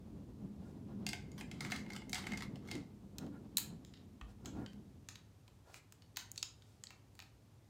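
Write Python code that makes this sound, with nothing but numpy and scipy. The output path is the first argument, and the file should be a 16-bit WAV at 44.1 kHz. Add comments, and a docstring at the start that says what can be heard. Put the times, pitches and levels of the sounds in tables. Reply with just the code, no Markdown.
"""Arms and sleeves rumble, bump and brush against a table, over a small bedroom's faint hum and hiss.
Someone rummages among small hard things, which knock and scrape, then pulls out a pair of scissors and
turns them in the hand: steel blades and plastic handles snap and tick close to the microphone.
Each impact excites resonances, and the room reverberates; friction gives noise that swells and fades
with the movement."""
import sys
import numpy as np
from scipy import signal
from scipy.fft import rfft, irfft, next_fast_len
from scipy.io import wavfile
from scipy.ndimage import map_coordinates

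SR = 44100
rng = np.random.default_rng(int(sys.argv[2]) if len(sys.argv) > 2 else 0)


def transcribe(u):
    """Save the signal u as a 16-bit wav file named by the first command-line argument.

    u: samples, shape (n,) or (channels, n), limited to [-1, 1]; the rate is SR.
    q: integer samples, one column per channel.
    """
    v = np.clip(np.atleast_2d(u).T, -1, 1)
    q = np.round(v * 32767).astype(np.int16)
    wavfile.write(sys.argv[1], SR, q)


N = 339129
LEAD_S = 0.004  # short rise before each click's peak


def amp(db):
    """Amplitude ratio of a level in decibels."""
    return 10 ** (np.asarray(db) / 20)


def unit(x):
    """Normalisation to an rms of 1."""
    return x / np.sqrt(np.mean(x ** 2) + 1e-20)


def along(points, hz):
    """Interpolation of (f/Hz, value) points on a logarithmic frequency axis."""
    f, values = np.transpose(points)
    return np.interp(np.log(hz + 1), np.log(f + 1), values)


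def wobble(rate, size=N):
    """Smooth random modulation: a spline through `rate` knots a second."""
    knots = rng.standard_normal(int(size * rate / SR) + 4)
    return map_coordinates(knots, [np.arange(size) * rate / SR])


def swells(rows):
    """Sum of Gaussian envelopes, from rows of peak t/s, half-width/s, level/dB."""
    t = np.arange(N) / SR
    return sum(amp(db) * np.exp(-((t - s) / half) ** 2) for s, half, db in rows)


def filtered(x, response):
    """Linear filtering: the spectrum of x times a complex frequency response."""
    size = next_fast_len(len(x) + 4096)
    hz = np.fft.rfftfreq(size, 1 / SR)
    return irfft(rfft(x, size) * response(hz), size)[:len(x)]


def noise(spectrum):
    """White noise shaped to a spectral envelope, at an rms of 1."""
    return unit(filtered(rng.standard_normal(N), lambda hz: amp(along(spectrum, hz))))


def resonant(x, modes):
    """Modal response: each second-order resonance lifts or cuts its own band."""
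    def response(f):
        return 1 + sum((amp(db) - 1) * 1j * f * width / (hz * hz - f * f + 1j * f * width)
                       for hz, width, db in modes)
    return filtered(x, response)


def add(track, s, sound):
    """Superposition of a sound on the track from time s."""
    start = max(round(s * SR), 0)
    track[start:start + len(sound)] += sound[:max(N - start, 0)]


def reverberation(sound, build_s):
    """Convolution with a random room response of unit energy: reflections thicken, treble dies first."""
    # reverberation time: f/Hz, T60/s
    decay_times = [(200, 0.48), (1300, 0.39), (3500, 0.32), (9000, 0.26), (15000, 0.17)]
    hz, t, spectra = signal.stft(rng.standard_normal(SR // 2), SR, nperseg=256)
    decay = amp(-60 * t / along(decay_times, hz)[:, None])
    tail = signal.istft(spectra * decay, SR, nperseg=256)[1]
    tail *= 1 - np.exp(-(np.arange(len(tail)) / SR / build_s) ** 2)
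    return signal.fftconvolve(sound, tail / np.linalg.norm(tail))


def force_db(hz, contact_hz, fall_db):
    """Contact time sets a blow's spectral peak; it falls by fall_db an octave below, faster above."""
    octaves = np.log2(np.maximum(hz, 1) / contact_hz)
    return -fall_db * np.maximum(-octaves, 1.57 * octaves)


def impact(db, contact_hz, fall_db, modes, ring_db, crack_t60, ring_t60, rise_s):
    """Impact excitation: a crack and a dense ring pass through resonances, weighted by the force."""
    # bands that the blow weights: lower f/Hz, upper f/Hz
    band_edges = [(680, 1500), (1500, 3200), (3200, 8000), (8000, 16000)]
    t = np.arange(SR // 14) / SR - LEAD_S
    after = np.maximum(t, 0)
    crack = amp(-60 * after / crack_t60) * rng.standard_normal(len(t))
    ring = amp(-60 * after / ring_t60) * rng.standard_normal(len(t))
    onset_ramp = np.exp(np.minimum(t, 0) / rise_s)
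    blow = resonant(onset_ramp * (crack + amp(ring_db) * ring), modes)
    # the force spectrum also slopes within each band
    blow = filtered(blow, lambda hz: amp(0.33 * force_db(hz, contact_hz, fall_db)))
    filters = [signal.butter(4, edges, "band", fs=SR, output="sos") for edges in band_edges]
    bands = [signal.sosfilt(sos, blow) for sos in filters]
    centres_hz = np.sqrt(np.prod(band_edges, axis=1))
    levels_db = db + force_db(centres_hz, contact_hz, fall_db)
    attack = (t > 0) & (t < 0.006)
    return sum(amp(level) * band / np.std(band[attack]) for level, band in zip(levels_db, bands))


def arm_movement():
    """Friction and forced vibration: one movement drives the sleeves' noise and the table's shaking."""
    # the arms' activity, dying away once the scissors are held up: t/s, level/dB
    effort = [(0, -56), (.8, -52), (2.55, -51.5), (2.95, -57.5), (3.35, -55), (4.1, -62), (4.35, -61),
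              (4.8, -57.5), (5.1, -67), (5.4, -87)]
    # shoves of a forearm along the table: peak t/s, half-width/s, level/dB
    shoves = [(.18, 0.06, -55.5), (.45, 0.044, -50.5), (1.02, 0.15, -52), (1.7, 0.18, -51),
              (2.34, 0.07, -48), (2.53, 0.044, -48.5), (2.77, 0.051, -44.5), (3.25, 0.06, -46.5),
              (3.42, .04, -54.5), (3.72, 0.065, -52.5), (4.47, 0.036, -49.5), (4.59, 0.074, -47)]
    # spectra of the sleeves' rumble and brushing, the table's shake and drone: f/Hz, relative level/dB
    rumble_spectrum = [(50, -35), (80, -18), (120, 4), (150, 2.5), (200, 2.5), (240, 2), (295, 0),
                       (340, -5), (390, -7), (450, -12), (700, -26), (1200, -83)]
    brush_spectrum = [(250, -2), (450, 1), (750, 0), (1100, -6.5), (1450, -14.5), (2000, -20),
                      (4000, -22.5), (9000, -41.5)]
    shake_spectrum = [(20, -55), (35, -24), (52, -4), (75, -5), (90, -0.5), (110, -16), (150, -20),
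                      (300, -63)]
    drone_spectrum = [(160, -41), (190, 4.5), (202, 11.5), (214, 9.0), (250, -63)]
    usual_db, resting_db = -54, -71  # a usual movement; the room rumble left when the arms rest
    effort_db = np.interp(np.arange(N) / SR, *np.transpose(effort))
    moving_db = 20 * np.log10(np.hypot(amp(effort_db), swells(shoves)))
    extra_db = moving_db - usual_db
    rumble = amp(moving_db - 0.5 + 0.68 * wobble(25)) * noise(rumble_spectrum)
    brush = amp(moving_db - 16.5 + 2.7 * wobble(35)) * noise(brush_spectrum)
    shake = np.hypot(amp(usual_db - 6.5 + 0.55 * extra_db), amp(resting_db)) * noise(shake_spectrum)
    drone = amp(usual_db - 5.5 + 0.88 * extra_db) * noise(drone_spectrum)
    return rumble + brush + shake + drone


def background():
    """Ambient noise: faint hiss and a low hum, randomly modulated in pitch and level."""
    # the room's noise floor: f/Hz, relative level/dB
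    air_spectrum = [(60, -28.5), (115, 7.5), (150, -1), (200, -5), (280, -5.5), (450, -12.5), (680, -16.5),
                    (1080, -20), (1620, -25.5), (6760, -29.5), (11000, -35), (15000, -36.5), (16000, -49.5)]
    hum_hz = 102.3 + 2 * wobble(12)
    hum = amp(-66.5 + 2 * wobble(6)) * np.sin(2 * np.pi * np.cumsum(hum_hz) / SR)
    return amp(-65.5) * noise(air_spectrum) + hum


def table_bumps():
    """Damped panel vibration: soft blows give dull thuds, their pitch blurred as by many close modes."""
    # bumps on the table: t/s, level/dB, f/Hz, T60/s
    bumps = [(0.417, -36, 195.7, 0.27), (0.957, -39.5, 207.2, 0.58), (2.331, -38, 201, 0.39),
             (2.747, -33, 302, 0.16), (3.211, -45, 288, 0.96), (3.691, -42.5, 173, 0.33),
             (4.217, -40, 57, 0.28), (4.565, -35, 286, 0.21)]
    out = np.zeros(N)
    t = np.arange(SR // 2) / SR
    onset = 1 - np.exp(-t / 0.012)
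    for s, db, hz, t60 in bumps:
        phase = 2 * np.pi * hz * t + wobble(hz / 4, size=len(t))
        add(out, s, amp(db - 60 * t / t60) * onset * np.sin(phase))
    return out


def rubbing():
    """Friction noise: cloth swishes and steel slides on steel, swelling and fading with each stroke."""
    # strokes: peak t/s, half-width/s, cloth level/dB, steel level/dB
    rubs = [(0.675, 0.065, -70, -78.5), (0.925, 0.037, -69.5, -94), (2.76, 0.033, -65, -85),
            (3.228, 0.024, -57.5, -83), (3.355, 0.034, -63.5, -91), (4.305, 0.025, -69, -75),
            (4.471, 0.031, -59.5, -74), (4.607, 0.06, -58, -79), (5.699, 0.033, -63.5, -73.5),
            (5.762, 0.03, -70, -62.5), (6.386, 0.038, -74, -66), (6.703, 0.1, -84, -77.5)]
    # friction spectra of sleeve and blades: f/Hz, relative level/dB
    cloth_spectrum = [(250, -11), (310, -9), (390, 11), (470, 11), (780, 11.5), (1000, 6.5), (1300, -2),
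                      (1410, 14.5), (1520, -4), (1650, 5), (1900, -4.5), (5000, -25)]
    steel_spectrum = [(1200, -32), (2400, -4), (5000, -2), (8000, -4.5), (13000, -16), (16000, -16)]
    cloth_gain = swells((s, half, db) for s, half, db, _ in rubs)
    steel_gain = swells((s, half, db) for s, half, _, db in rubs)
    return cloth_gain * noise(cloth_spectrum) + steel_gain * noise(steel_spectrum)


def knocking():
    """Collisions of small hard things, farther off: the briefer the contact, the brighter the knock."""
    # knocks: t/s, main resonance f/Hz, level/dB, contact f/Hz
    knocks = [(1.0661, 2730, -37, 4160), (1.0898, 4770, -42.5, 5550), (1.1321, 860, -39, 2920),
              (1.3172, 6700, -61, 4550), (1.402, 4500, -66, 11000), (1.4103, 2350, -46.5, 2950),
              (1.5143, 2170, -48.5, 3170), (1.607, 2220, -40.5, 3530), (1.649, 2160, -44, 2700),
              (1.7198, 2070, -36, 3000), (1.7619, 1970, -47.5, 4250), (1.8634, 920, -56, 1800),
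              (1.9029, 2060, -47.5, 2670), (1.9337, 2010, -51.5, 4370), (1.9638, 850, -45.5, 3400),
              (2.0195, 2200, -55, 1880), (2.0953, 6340, -52, 6640), (2.12, 2180, -62, 8540),
              (2.1312, 2260, -35.5, 3840), (2.1452, 2040, -40.5, 4540), (2.1553, 2100, -41, 3120),
              (2.2396, 2090, -49, 1720), (2.2689, 2060, -41.5, 2640), (2.32, 2160, -43, 2400),
              (2.3348, 2120, -45, 2590), (2.3743, 2100, -46.5, 4300), (2.407, 2060, -48.5, 2820),
              (2.5577, 810, -57.5, 3360), (2.6871, 2200, -52, 2460), (2.7134, 4750, -42, 3840),
              (2.7525, 2100, -48.5, 3260)]
    # the things' resonances and dips: f/Hz, bandwidth/Hz, gain/dB
    body_modes = [(739, 58, 11.5), (840, 36, 10.5), (1130, 1200, -11), (1610, 78, 2.5), (2130, 40, 16.5),
                  (2620, 73, 3), (4820, 510, 6.5), (9260, 9000, 4.5)]
    out = np.zeros(N)
    for s, hz, db, contact_hz in knocks:
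        modes = body_modes + [(hz, 0.06 * hz, 11.5)]
        knock = impact(db, contact_hz, fall_db=7, modes=modes, ring_db=-1.5,
                       crack_t60=0.0051, ring_t60=0.028, rise_s=0.00058)
        add(out, s - LEAD_S, knock)
        add(out, s - LEAD_S, amp(-6.5) * reverberation(knock, build_s=0.0072))
    return out


def sliding():
    """Stick-slip friction: things catch on each other, and the grit excites their hollow resonances."""
    # slides: peak t/s, half-width/s, level/dB
    slides = [(1.4, 0.034, -61), (1.66, 0.072, -54), (1.76, 0.062, -55.5), (1.92, 0.093, -63.5),
              (2.19, 0.039, -52), (2.31, 0.082, -55.5), (2.39, 0.072, -57.5), (2.74, 0.077, -56.5)]
    # spectrum of the scraping: f/Hz, relative level/dB
    scrape_spectrum = [(700, -28.5), (1200, -0.5), (1700, 0), (2500, -16.5), (3400, -2.5), (4700, -4),
                       (7100, -6.5), (11200, -16), (15000, -13), (16000, -37)]
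    # hollow resonances: f/Hz, bandwidth/Hz, gain/dB
    hollow_modes = [(523, 140, 24), (745, 51, 20.5), (900, 65, 11), (2040, 130, 16), (2160, 160, 13.5)]
    catches_per_s, rattle_s, room_db = 170, 0.0013, 2
    # many tiny catches and a few larger ones, each with a brief rattle
    catches = (rng.random(N) < catches_per_s / SR) * rng.exponential(size=N) ** 1.4
    rattle_envelope = signal.lfilter([1], [1, -np.exp(-1 / (rattle_s * SR))], catches)
    grit = filtered(rattle_envelope * rng.standard_normal(N), lambda hz: amp(along(scrape_spectrum, hz)))
    scrape = unit(resonant(grit, hollow_modes))
    room = amp(room_db) * reverberation(scrape, build_s=0.002)[:N]
    return swells(slides) * unit(scrape + room)


def scissors():
    """Sharp, close impacts of blades and handles excite resonances; the room answers each."""
    # contacts: t/s, main resonance f/Hz, level/dB, contact f/Hz, fall below it/(dB per octave),
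    # ring above the usual/dB, room gain/dB
    snips = [(3.1842, 7240, -47, 6260, 7, 0, -13.5), (3.2652, 7200, -67.5, 2460, 3, 1, -18),
             (3.5713, 4070, -23, 7800, 13, -3, -13.5), (3.5819, 13300, -34, 9580, 6.5, 13, -4.5),
             (3.8495, 3900, -61.5, 4880, 7, -21, -4.5), (3.9378, 4000, -54, 3700, 13.5, 15, -3),
             (3.974, 3800, -62, 3700, 13, 0.5, -5), (4.2129, 1110, -50, 1680, 7, -2.5, -8.5),
             (4.449, 4900, -64, 4400, 7, 12, -9), (4.458, 6540, -49, 4700, 6.5, 26, -6),
             (4.6621, 3100, -47, 3500, 13, 4, -7.5), (4.733, 2800, -67.5, 3430, 4, -7, -14),
             (5.0878, 2560, -48, 4470, 7, 3, -5), (5.1563, 3870, -52, 4100, 8, 4, -9.5),
             (5.479, 4130, -64, 3420, 5, 14, -10.5), (5.7431, 2440, -52, 3100, 5.5, -8, -5.5),
             (5.9237, 7800, -59.5, 7510, 4, -3.5, -11.5), (6.0215, 4450, -60, 4070, 10, 4, -8),
             (6.161, 7340, -52.5, 4700, 11, 11.5, -2), (6.17, 14300, -41, 5340, 4.5, 15, -5.5),
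             (6.3168, 6700, -39.5, 8300, 18, -6, -18), (6.36, 7200, -58, 5540, 8, -4, -11),
             (6.3779, 4450, -41, 5600, 12.5, 1, -11), (6.4287, 5180, -37, 4760, 9.5, -1.5, -10),
             (6.6218, 3660, -59.5, 3790, 12, 11, -7), (6.838, 7550, -49, 5230, 8.5, -1.5, -9.5),
             (6.8706, 3950, -49, 4540, 17, -8, -10), (6.9058, 2500, -56.5, 2600, 4.5, -0.5, -5),
             (7.1528, 7240, -70.5, 5960, 4, -3, -3), (7.1917, 3750, -55, 3100, 3.5, 0, -7),
             (7.202, 2510, -45, 3700, 15, -1, -9), (7.223, 2400, -61, 3150, 3.5, 0, -6)]
    # resonances heard in each click, low ones of room or table, higher ones of the scissors:
    # f/Hz, bandwidth/Hz, gain/dB
    click_modes = [(795, 47, 10), (988, 85, 10), (1253, 40, 7.5), (1850, 47, 4.5), (2506, 130, 4.5),
                   (3500, 210, -1), (4000, 390, 5), (4500, 430, 7.5), (5250, 250, 5.5), (6500, 300, 7),
                   (6860, 510, 4.5), (7800, 320, 1), (9940, 2200, -1), (13000, 1000, 5.5),
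                   (15100, 1000, 7.5)]
    usual_ring_db = -9  # relative to the crack
    out = np.zeros(N)
    for s, hz, db, contact_hz, fall_db, ring_db, room_db in snips:
        modes = click_modes + [(hz, hz / 12, 9.5)]
        click = impact(db, contact_hz, fall_db, modes, usual_ring_db + ring_db,
                       crack_t60=0.0027, ring_t60=0.028, rise_s=0.00044)
        add(out, s - LEAD_S, click)
        add(out, s - LEAD_S, amp(room_db) * reverberation(click, build_s=0.011))
    return out


def scene():
    """Superposition of all sources at one microphone."""
    mix = arm_movement() + background() + table_bumps() + rubbing() + knocking() + sliding() + scissors()
    return mix[None]


def record(dry):
    """Band limiting: the recorder acts as a steep low-pass filter."""
    cutoff_hz = 15950
    return np.array([filtered(x, lambda hz: 1 / np.sqrt(1 + (hz / cutoff_hz) ** 160)) for x in dry])


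dry = scene()
out = record(dry)
transcribe(out)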